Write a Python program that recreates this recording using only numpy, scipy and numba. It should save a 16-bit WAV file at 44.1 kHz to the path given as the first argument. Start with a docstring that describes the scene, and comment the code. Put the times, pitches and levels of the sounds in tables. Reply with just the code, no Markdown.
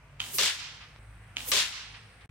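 """Two air rifle shots at a target

An air rifle fires twice outdoors, heard from beside a paper target on a board: damped modes snap over a noise tail.
Swelling noise and a falling whoop make the pellet pass; it cracks into the board, whose damped tones thud and knock.
Trees and walls scatter the crack into a long swish of noise bands with late echoes. A motor hums as wavering tones
and insects sing as narrow noise; between the shots the swish stops short and the background shifts abruptly."""
import sys
import numpy as np
from scipy import signal
from scipy.fft import rfft, irfft
from scipy.io import wavfile
from scipy.ndimage import uniform_filter1d
from numba import njit

SR = 44100
rng = np.random.default_rng(int(sys.argv[2]) if len(sys.argv) > 2 else 0)


def transcribe(signal):
    """Save signal, clipped to [-1, 1], as a 16-bit WAV file at the path in sys.argv[1]."""
    frames = np.atleast_2d(signal).T
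    limited = np.clip(frames, -1, 1)
    pcm = np.round(limited * 32767).astype(np.int16)
    wavfile.write(sys.argv[1], SR, pcm)


N = 101430

# The two shots. Each row: report in seconds, report level in dB, pellet passing in seconds, hiss level in dB,
# middle pitch of the whoop in Hz, level of the metal ring in dB, impact in seconds, impact level in dB.
SHOTS = [(0.2015, -17.5, 0.356, -29.5, 290, -38.5, .3843, -21),
         (1.3672, -18, 1.490, -31, 371, -56, 1.5172, -20.5)]
CENTRES = 30 * 2 ** np.arange(0, 9.2, 1 / 3)  # third-octave band centres, Hz
LAG_S = .00009  # between the microphone ports, for a source to the right


def report(t):
    """Hollow snaps and ringing metal of the rifle, right of centre, with the noisy scatter that trails them."""
    # Colour of the scatter. Each row: frequency in Hz, relative density in dB per Hz.
    tail_colour = [(150, -17), (250, -10.5), (544, -32), (705, -12.5), (1430, -13.5), (1670, -13),
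                   (3110, -5), (4960, -13), (15500, -29)]
    tail_db, tail_t60_s = -22, 0.8
    tail = 0
    for start, db, *_ in SHOTS:
        tail = tail + undb(db + tail_db) * swell(t - start + 0.0077, 0.015, 0, tail_t60_s)
    snaps = np.array([rifle_snaps(t - LAG_S), rifle_snaps(t)])  # left hears them late
    scatter = tail * undb(0.6 * walk(300)) * noise(tail_colour, LAG_S)
    return pan(-3.5) * (snaps + metal_ring(t)) + pan(0.5) * scatter


def rifle_snaps(t):
    """Each snap of the rifle, or its slap off the ground and walls, sets the same damped modes going."""
    # Snaps and slaps. Each row: start in seconds, level in dB, pitch factor (a higher one also decays faster).
    snap_rows = [(.2024, -15, 1.08), (.2040, -15, 1.08), (1.3677, -24, .97), (1.3690, -12.5, 1.03),
                 (.1972, -34, 1.0), (.2160, -28, 1.08), (.2175, -22, 1.08), (.2275, -30, 1.08),
                 (.2390, -31, 1.0), (.2406, -27, 1.03), (.2500, -31, 1.04), (.2632, -32, 1.04),
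                 (1.3625, -34, .96), (1.3800, -32, 1.0), (1.3830, -23, 1.02), (1.4056, -26, .95)]
    # Modes at pitch factor 1. Each row: frequency in Hz, level in dB, 60 dB decay time in seconds.
    snap_modes = [(2780, 1, 0.0055), (3700, -4.5, 0.002), (2430, -15, 0.0064), (1910, -8, 0.0031),
                  (1270, -13.5, 0.0071), (248, -29, 0.025), (6330, -9.5, 0.0032)]
    rise_s = .0002
    out = 0
    for start, db, pitch in snap_rows:
        since = t - start
        out = out + undb(db) * ring(since * pitch, snap_modes) * np.clip(since / rise_s, 0, 1)
    return out


def metal_ring(t):
    """A metal part of the rifle rings on as a beating pair of damped tones with a trembling level."""
    ring_hz, beat_hz, t60_s = 3160, 86.5, 0.25
    out = 0
    for start, _, _, _, _, db, *_ in SHOTS:
        out = out + ring(t - start, [(ring_hz, db, t60_s), (ring_hz - beat_hz, db - 4, t60_s)])
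    return out * undb(0.82 * walk(80))


def pellet(t):
    """The pellet's rough hiss swells as it nears, crosses right to left with a low whoop and stops at the board."""
    # Colour of the passing hiss. Each row: frequency in Hz, relative density in dB per Hz.
    hiss_colour = [(2500, -16.5), (5000, -11.5), (7500, -7), (12500, -0.5), (15500, -4.5)]
    # Colour of the steadier hiss heard along the flight. Each row: frequency in Hz, relative density in dB per Hz.
    far_colour = [(250, -3), (1200, -2.5), (3000, -13), (6000, 1), (8500, 4.5), (12000, -9), (15500, -5.5)]
    far_db, rough_db = -17, 1.2
    rise_s, fall_s = 0.015, 0.017
    pan_db, sweep_s = 2.5, 0.0073
    again_before_s, again_db, again_s = 0.0064, -3, 0.009  # the hiss swells once more just before the board
    hiss = noise(hiss_colour) * undb(rough_db * walk(900))
    far = undb(far_db) * noise(far_colour)
    out = 0
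    for shot, _, passing, db, whoop_hz, _, hit, _ in SHOTS:
        d = t - passing
        flying = (t < hit) * np.clip((t - shot) / 0.047, 0, 1)
        near = 1 / (1 + (d / np.where(d < 0, rise_s, fall_s)) ** 2)
        again = undb(again_db) / (1 + ((t - hit + again_before_s) / again_s) ** 2)
        side = pan(pan_db * np.tanh((d - .015) / sweep_s))
        air = side * (np.hypot(near, again) * hiss + far)
        out = out + undb(db) * flying * (air + whoop(d, whoop_hz))
    return out


def whoop(d, middle_hz):
    """A low fluttering tone that falls in pitch as the pellet passes; d is the time since passing."""
    drop, level_db, glide_s, late_s = .36, -18.5, 0.008, 0.0045  # drop: share of the middle pitch, either way
    u = (d - late_s) / glide_s
    hz = middle_hz * (1 - drop * np.tanh(u) + 0.0787 * walk(150))
    tone = np.sin(2 * np.pi * np.cumsum(hz) / SR)
    return undb(level_db + 2.5 * walk(150)) * tone * np.exp(-(u / 2.7) ** 2)


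def impact(t):
    """Crack and thud of the board, the swish scattered back from all round, and late, duller echoes."""
    # Colour of crack and swish. Each row: frequency in Hz, relative density in dB per Hz.
    swish_colour = [(110, -45), (180, -15), (262, -18.5), (426, -20), (486, -15.5), (608, -11.5),
                    (820, -13), (1050, -7.5), (1130, -13), (1390, -8), (3470, 1.5), (7330, -6.5),
                    (15800, -24.5)]
    # Colour of the echoes before treble loss. Each row: frequency in Hz, relative density in dB per Hz.
    echo_colour = [(250, -16), (500, -35), (900, -10), (1500, -4.5), (3000, 1.5), (5500, -1.5),
                   (9000, -16.5), (15500, -41)]
    close = noise(swish_colour, -LAG_S / 2, split=True)
    late = noise(echo_colour, LAG_S, split=True)
    rough = undb(1.5 * walk(500))
    out = np.zeros((2, N))
    for (*_, hit, db), end in zip(SHOTS, (.991, N / SR)):  # the first impact stops short at 0.991 s
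        on = slice(int(hit * SR), int(end * SR))
        d = t[on] - hit
        near = pan(2) * swish(d, close[..., on]) * rough[on]
        out[:, on] += undb(db) * (near + echoes(d, late[..., on]) + board(d))
    return out


def swish(d, bands):
    """A sharp crack, then noise bands that each hold and die at their own pace as trees and walls scatter it."""
    # Hold of the swish. Each row: frequency in Hz, time in seconds.
    hold_s = [(150, 0.074), (600, 0.05), (1500, 0.12), (4000, 0.09), (8000, 0.087), (15500, 0.061)]
    # Decay of the swish by 60 dB, on top of the sag. Each row: frequency in Hz, time in seconds.
    decay_s = [(150, 0.44), (600, 0.41), (1500, 0.26), (4000, 0.31), (8000, 0.33), (15500, 0.33)]
    rise_s, sag_db_per_s = .0003, 10.5
    crack_db, crack_t60_s = -3, 0.0046
    hz = CENTRES[:, None, None]
    scattered = undb(-sag_db_per_s * d) * swell(d, rise_s, at(hold_s, hz), at(decay_s, hz))
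    crack = undb(crack_db) * swell(d, 0.00009, 0, crack_t60_s)
    return ((scattered + crack) * bands).sum(0)


def echoes(d, bands):
    """Late returns of the impact share one noise; each loses treble, and high bands die sooner."""
    # Echoes. Each row: delay in seconds, level in dB, rise in seconds, hold in seconds,
    # 60 dB decay time at 3 kHz in seconds, treble loss in dB per kHz, left over right in dB.
    echo_rows = [(0.092, -20, 0.056, 0.054, 1.1, 0.5, 0), (0.202, -18.5, 0.0055, 0.053, 0.72, 0.5, -3.5),
                 (0.422, -16, 0.0015, 0.0069, 0.045, 4, -4), (0.427, -18, 0.0027, 0.022, 0.16, 3.5, -1),
                 (.69, -25, 0.0027, 0.0062, 0.18, 3.5, 1)]
    hz = CENTRES[:, None, None]
    power = 0
    for lag, db, rise, hold, t60, loss_db, pan_db in echo_rows:
        env = swell(d - lag, rise, hold, t60 * (hz / 3000) ** -.25)
        power = power + (pan(pan_db) * undb(db - loss_db * hz / 1000) * env) ** 2
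    return (np.sqrt(power) * bands).sum(0)


def board(d):
    """The board thuds in slow-rising low modes; the pellet's hard knock is followed by a lower one."""
    # Thud of the board. Each row: frequency in Hz, level in dB, 60 dB decay time in seconds.
    thud_modes = [(82, -31, 1), (191.3, -31.5, 0.34), (371, -26, 0.25), (405.4, -25.5, 0.087),
                  (435, -24, 0.22), (550, -24.5, 0.18), (606, -24.5, 0.042)]
    # Hard knock of the pellet. Each row: frequency in Hz, level in dB, 60 dB decay time in seconds.
    knock_modes = [(2085, -6.5, 0.035), (4720, -7, 0.024), (5700, 1, 0.0083), (12500, 1, 0.0027)]
    # Lower knock that follows. Each row: frequency in Hz, level in dB, 60 dB decay time in seconds.
    back_modes = [(544.4, -8.5, 0.063), (1182, 3, 0.026)]
    thud_rise_s, thud_hold_s = 0.0095, 0.042
    back_s, back_rise_s = 0.00299, 0.0046
    thud = 0
    for hz, db, t60 in thud_modes:
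        thud = thud + undb(db) * np.sin(2 * np.pi * hz * d) * swell(d, thud_rise_s, thud_hold_s, t60)
    back = ring(d - back_s, back_modes) * np.clip((d - back_s) / back_rise_s, 0, 1)
    return thud + ring(d, knock_modes) + back


def ticks(t):
    """Single dry ticks close by, each one a smooth negative pulse."""
    # Ticks. Each row: time in seconds, peak level in dB, half width in seconds.
    tick_rows = [(.9619, -34, .00008), (.9909, -46, .0002)]
    return sum(-undb(db) * np.exp(-((t - s) / width) ** 2) for s, db, width in tick_rows)


def motor_hum(t):
    """A far motor hums in two partials that share an unsteady pitch and waver in level."""
    # Pitch of the first partial. Each row: time in seconds, frequency in Hz.
    hum_hz = [(0, 51.8), (.99, 52.43), (.992, 53.1), (2.3, 53.33)]
    # Hum level. Each row: time in seconds, rms of the first partial in dB, rms of the second in dB.
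    hum_levels = [(0, -61, -65), (.18, -57, -59), (.25, -61, -57.5), (.35, -64, -63), (.42, -68, -62),
                  (.55, -64, -69), (.98, -65, -64.5), (.995, -52.5, -54.5), (1.5, -55.5, -58),
                  (1.545, -63, -70), (1.62, -61.5, -61), (2.04, -58, -65), (2.1, -64, -63),
                  (2.16, -63.5, -68), (2.3, -56, -48.5)]
    times, *levels = np.array(hum_levels).T
    hz = along(hum_hz, t) * (1 + 0.00706 * walk(6.64))
    phase = 2 * np.pi * np.cumsum(hz) / SR
    out = 0
    for k, db in enumerate(levels):
        level = 2 ** .5 * undb(np.interp(t, times, db) + 1.6 * walk(12))
        out = out + level * np.sin((k + 1) * phase)
    return out


def low_drone(t):
    """A second low tone wavers in pitch and comes and goes in level."""
    # Level of the drone. Each row: time in seconds, peak level in dB.
    drone_db = [(0, -66.5), (.14, -51.5), (.25, -69), (.36, -52), (.45, -71), (.66, -57), (.85, -64),
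                (.98, -60), (1., -79)]
    hz = 140.8 * (1 + 0.017 * walk(10.5))
    return undb(along(drone_db, t) + 0.82 * walk(9.6)) * np.sin(2 * np.pi * np.cumsum(hz) / SR)


def insects(t):
    """Insects sing as narrow, trembling bands of noise."""
    # Singing bands. Each row: centre in Hz, width in Hz, rms level in dB before the common level.
    insect_bands = [(7790, 350, -82), (8070, 300, -80.5), (8780, 400, -78.5), (9180, 280, -76)]
    # Common level of the insects. Each row: time in seconds, level in dB.
    insect_level = [(0, -8), (.98, -5), (1., 1.5), (2.26, 2), (2.29, -11)]
    out = 0
    for hz, wide, db in insect_bands:
        band = signal.butter(2, [hz - wide / 2, hz + wide / 2], "band", fs=SR, output="sos")
        buzz = signal.sosfilt(band, rng.standard_normal((2, N)))
        out = out + undb(db + 1.3 * walk(60.5)) * buzz / buzz.std()
    return out * undb(along(insect_level, t))


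def distant_air(t):
    """Low-heavy noise of the open air, every third-octave band drifting in level on its own."""
    # Colour of the air. Each row: frequency in Hz, relative density in dB per Hz.
    air_colour = [(15, -36), (25, -23), (49, -7), (113, -6), (291, -23.5), (791, -20), (1430, -20.5),
                  (1980, -19), (2500, -21.5), (3200, -29), (6490, -41), (8970, -40.5), (10500, -47.5),
                  (15800, -49.5)]
    # Level curve of the air. Each row: time in seconds, level in dB.
    air_level = [(0, -3.5), (.98, -1.5), (1., -0.5), (2.3, -1)]
    air = sum(band * undb(1.7 * walk(5.99)) for band in noise(air_colour, split=True))
    return undb(-54.5 + along(air_level, t)) * air


def noise(colour, lag=0., split=False):
    """Stereo noise of a colour and rms 1, left late by lag s; if split, in third-octave bands (bands, 2, N)."""
    # Likeness of left and right. 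Each row: frequency in Hz, likeness from 0 to 1.
    likeness = [(60, 1), (300, 0.87), (600, 0.76), (1200, 0.68), (2500, 0.29), (5000, 0.05), (9000, 0),
                (15000, 0.2)]
    lag_top_hz = 3580  # above it the lag fades
    hz = np.maximum(np.fft.rfftfreq(N, 1 / SR), 1)
    alike = np.clip(at(likeness, hz), 0, 1)
    mid, side = rfft(rng.standard_normal((2, N))) * np.sqrt([1 + alike, 1 - alike])
    shape = undb(at(colour, hz)) * (hz > .8 * colour[0][0])
    delay = np.exp(-2j * np.pi * hz * lag / (1 + (hz / lag_top_hz) ** 2))
    pair = np.array([(mid + side) * delay, mid - side]) * shape / np.sqrt(2 * np.mean(shape ** 2))
    if split:
        # neighbouring bands crossfade
        share = np.cos(np.pi / 2 * np.clip(3 * np.log2(hz / CENTRES[:, None]), -1, 1)) ** 2
        pair = (share[:, None] * pair).astype(np.complex64)
    return irfft(pair, N)


def undb(db):
    """Decibels to amplitude."""
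    return 10 ** (np.asarray(db) / 20)


def at(table, hz):
    """Reads a (Hz, value) table on a log axis."""
    table_hz, values = np.array(table).T
    return np.interp(np.log(hz), np.log(table_hz), values)


def along(table, t):
    """Reads a (seconds, value) table with straight lines between the points."""
    return np.interp(t, *np.array(table).T)


def walk(rate):
    """Random levels held 1 / rate s and slewed twice; spread near 1."""
    k = max(int(SR / rate), 1)
    steps = np.repeat(rng.standard_normal(N // k + 1), k)
    return 1.25 * uniform_filter1d(uniform_filter1d(steps, k), k)[:N]


def swell(t, rise, hold, t60):
    """Rise, hold, then exponential decay by 60 dB in t60 seconds."""
    return np.clip(t / rise, 0, 1) * undb(-60 * np.clip(t - rise - hold, 0, None) / t60)


def ring(t, modes):
    """Damped modes set going at t = 0, neighbours in opposite phase."""
    t = np.clip(t, 0, None)
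    out = 0
    for k, (hz, db, t60) in enumerate(modes):
        out = out + (-1) ** k * undb(db - 60 * t / t60) * np.sin(2 * np.pi * hz * t)
    return out


def pan(db):
    """Left and right gains that differ by db, positive to the left."""
    return undb(np.array([db, -db]) / 2).reshape(2, -1)


@njit
def follow(x, attack, release):
    """Level follower, quick up and slow down."""
    e, out = 0., np.empty(len(x))
    for i in range(len(x)):
        e += (x[i] - e) * (attack if x[i] > e else release)
        out[i] = e
    return out


def scene():
    """Adds the shots, the ticks and the background."""
    t = np.arange(N) / SR
    shots = report(t) + pellet(t) + impact(t)
    return shots + ticks(t) + motor_hum(t) + low_drone(t) + insects(t) + distant_air(t)


def record(dry):
    """Gain control pulls loud passages down, the level dips briefly, peaks are rounded and the top is cut off."""
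    # Edges of the two-step dip, in seconds.
    gap_s = (2.2597, 2.277, 2.2923)
    # Level in each step of the dip, in dB.
    gap_db = (-24, -60)
    knee_db, ratio, attack_s, release_s = -29, 1.248, 0.0013, 0.088
    ceiling = undb(-7.5)  # of the converter
    level = follow(np.abs(dry).mean(0), 1 / (attack_s * SR + 1), 1 / (release_s * SR))
    gain = np.minimum(undb(knee_db) / (level + 1e-9), 1) ** (1 - 1 / ratio)
    t = np.arange(N) / SR
    gap = undb(np.array([0, *gap_db, 0])[np.searchsorted(gap_s, t)])
    rounded = ceiling * np.tanh(dry * gain * gap / ceiling)
    top_cut = signal.ellip(12, .2, 80, 15900, fs=SR, output="sos")
    return signal.sosfilt(top_cut, rounded)


dry = scene()
out = record(dry)
transcribe(out)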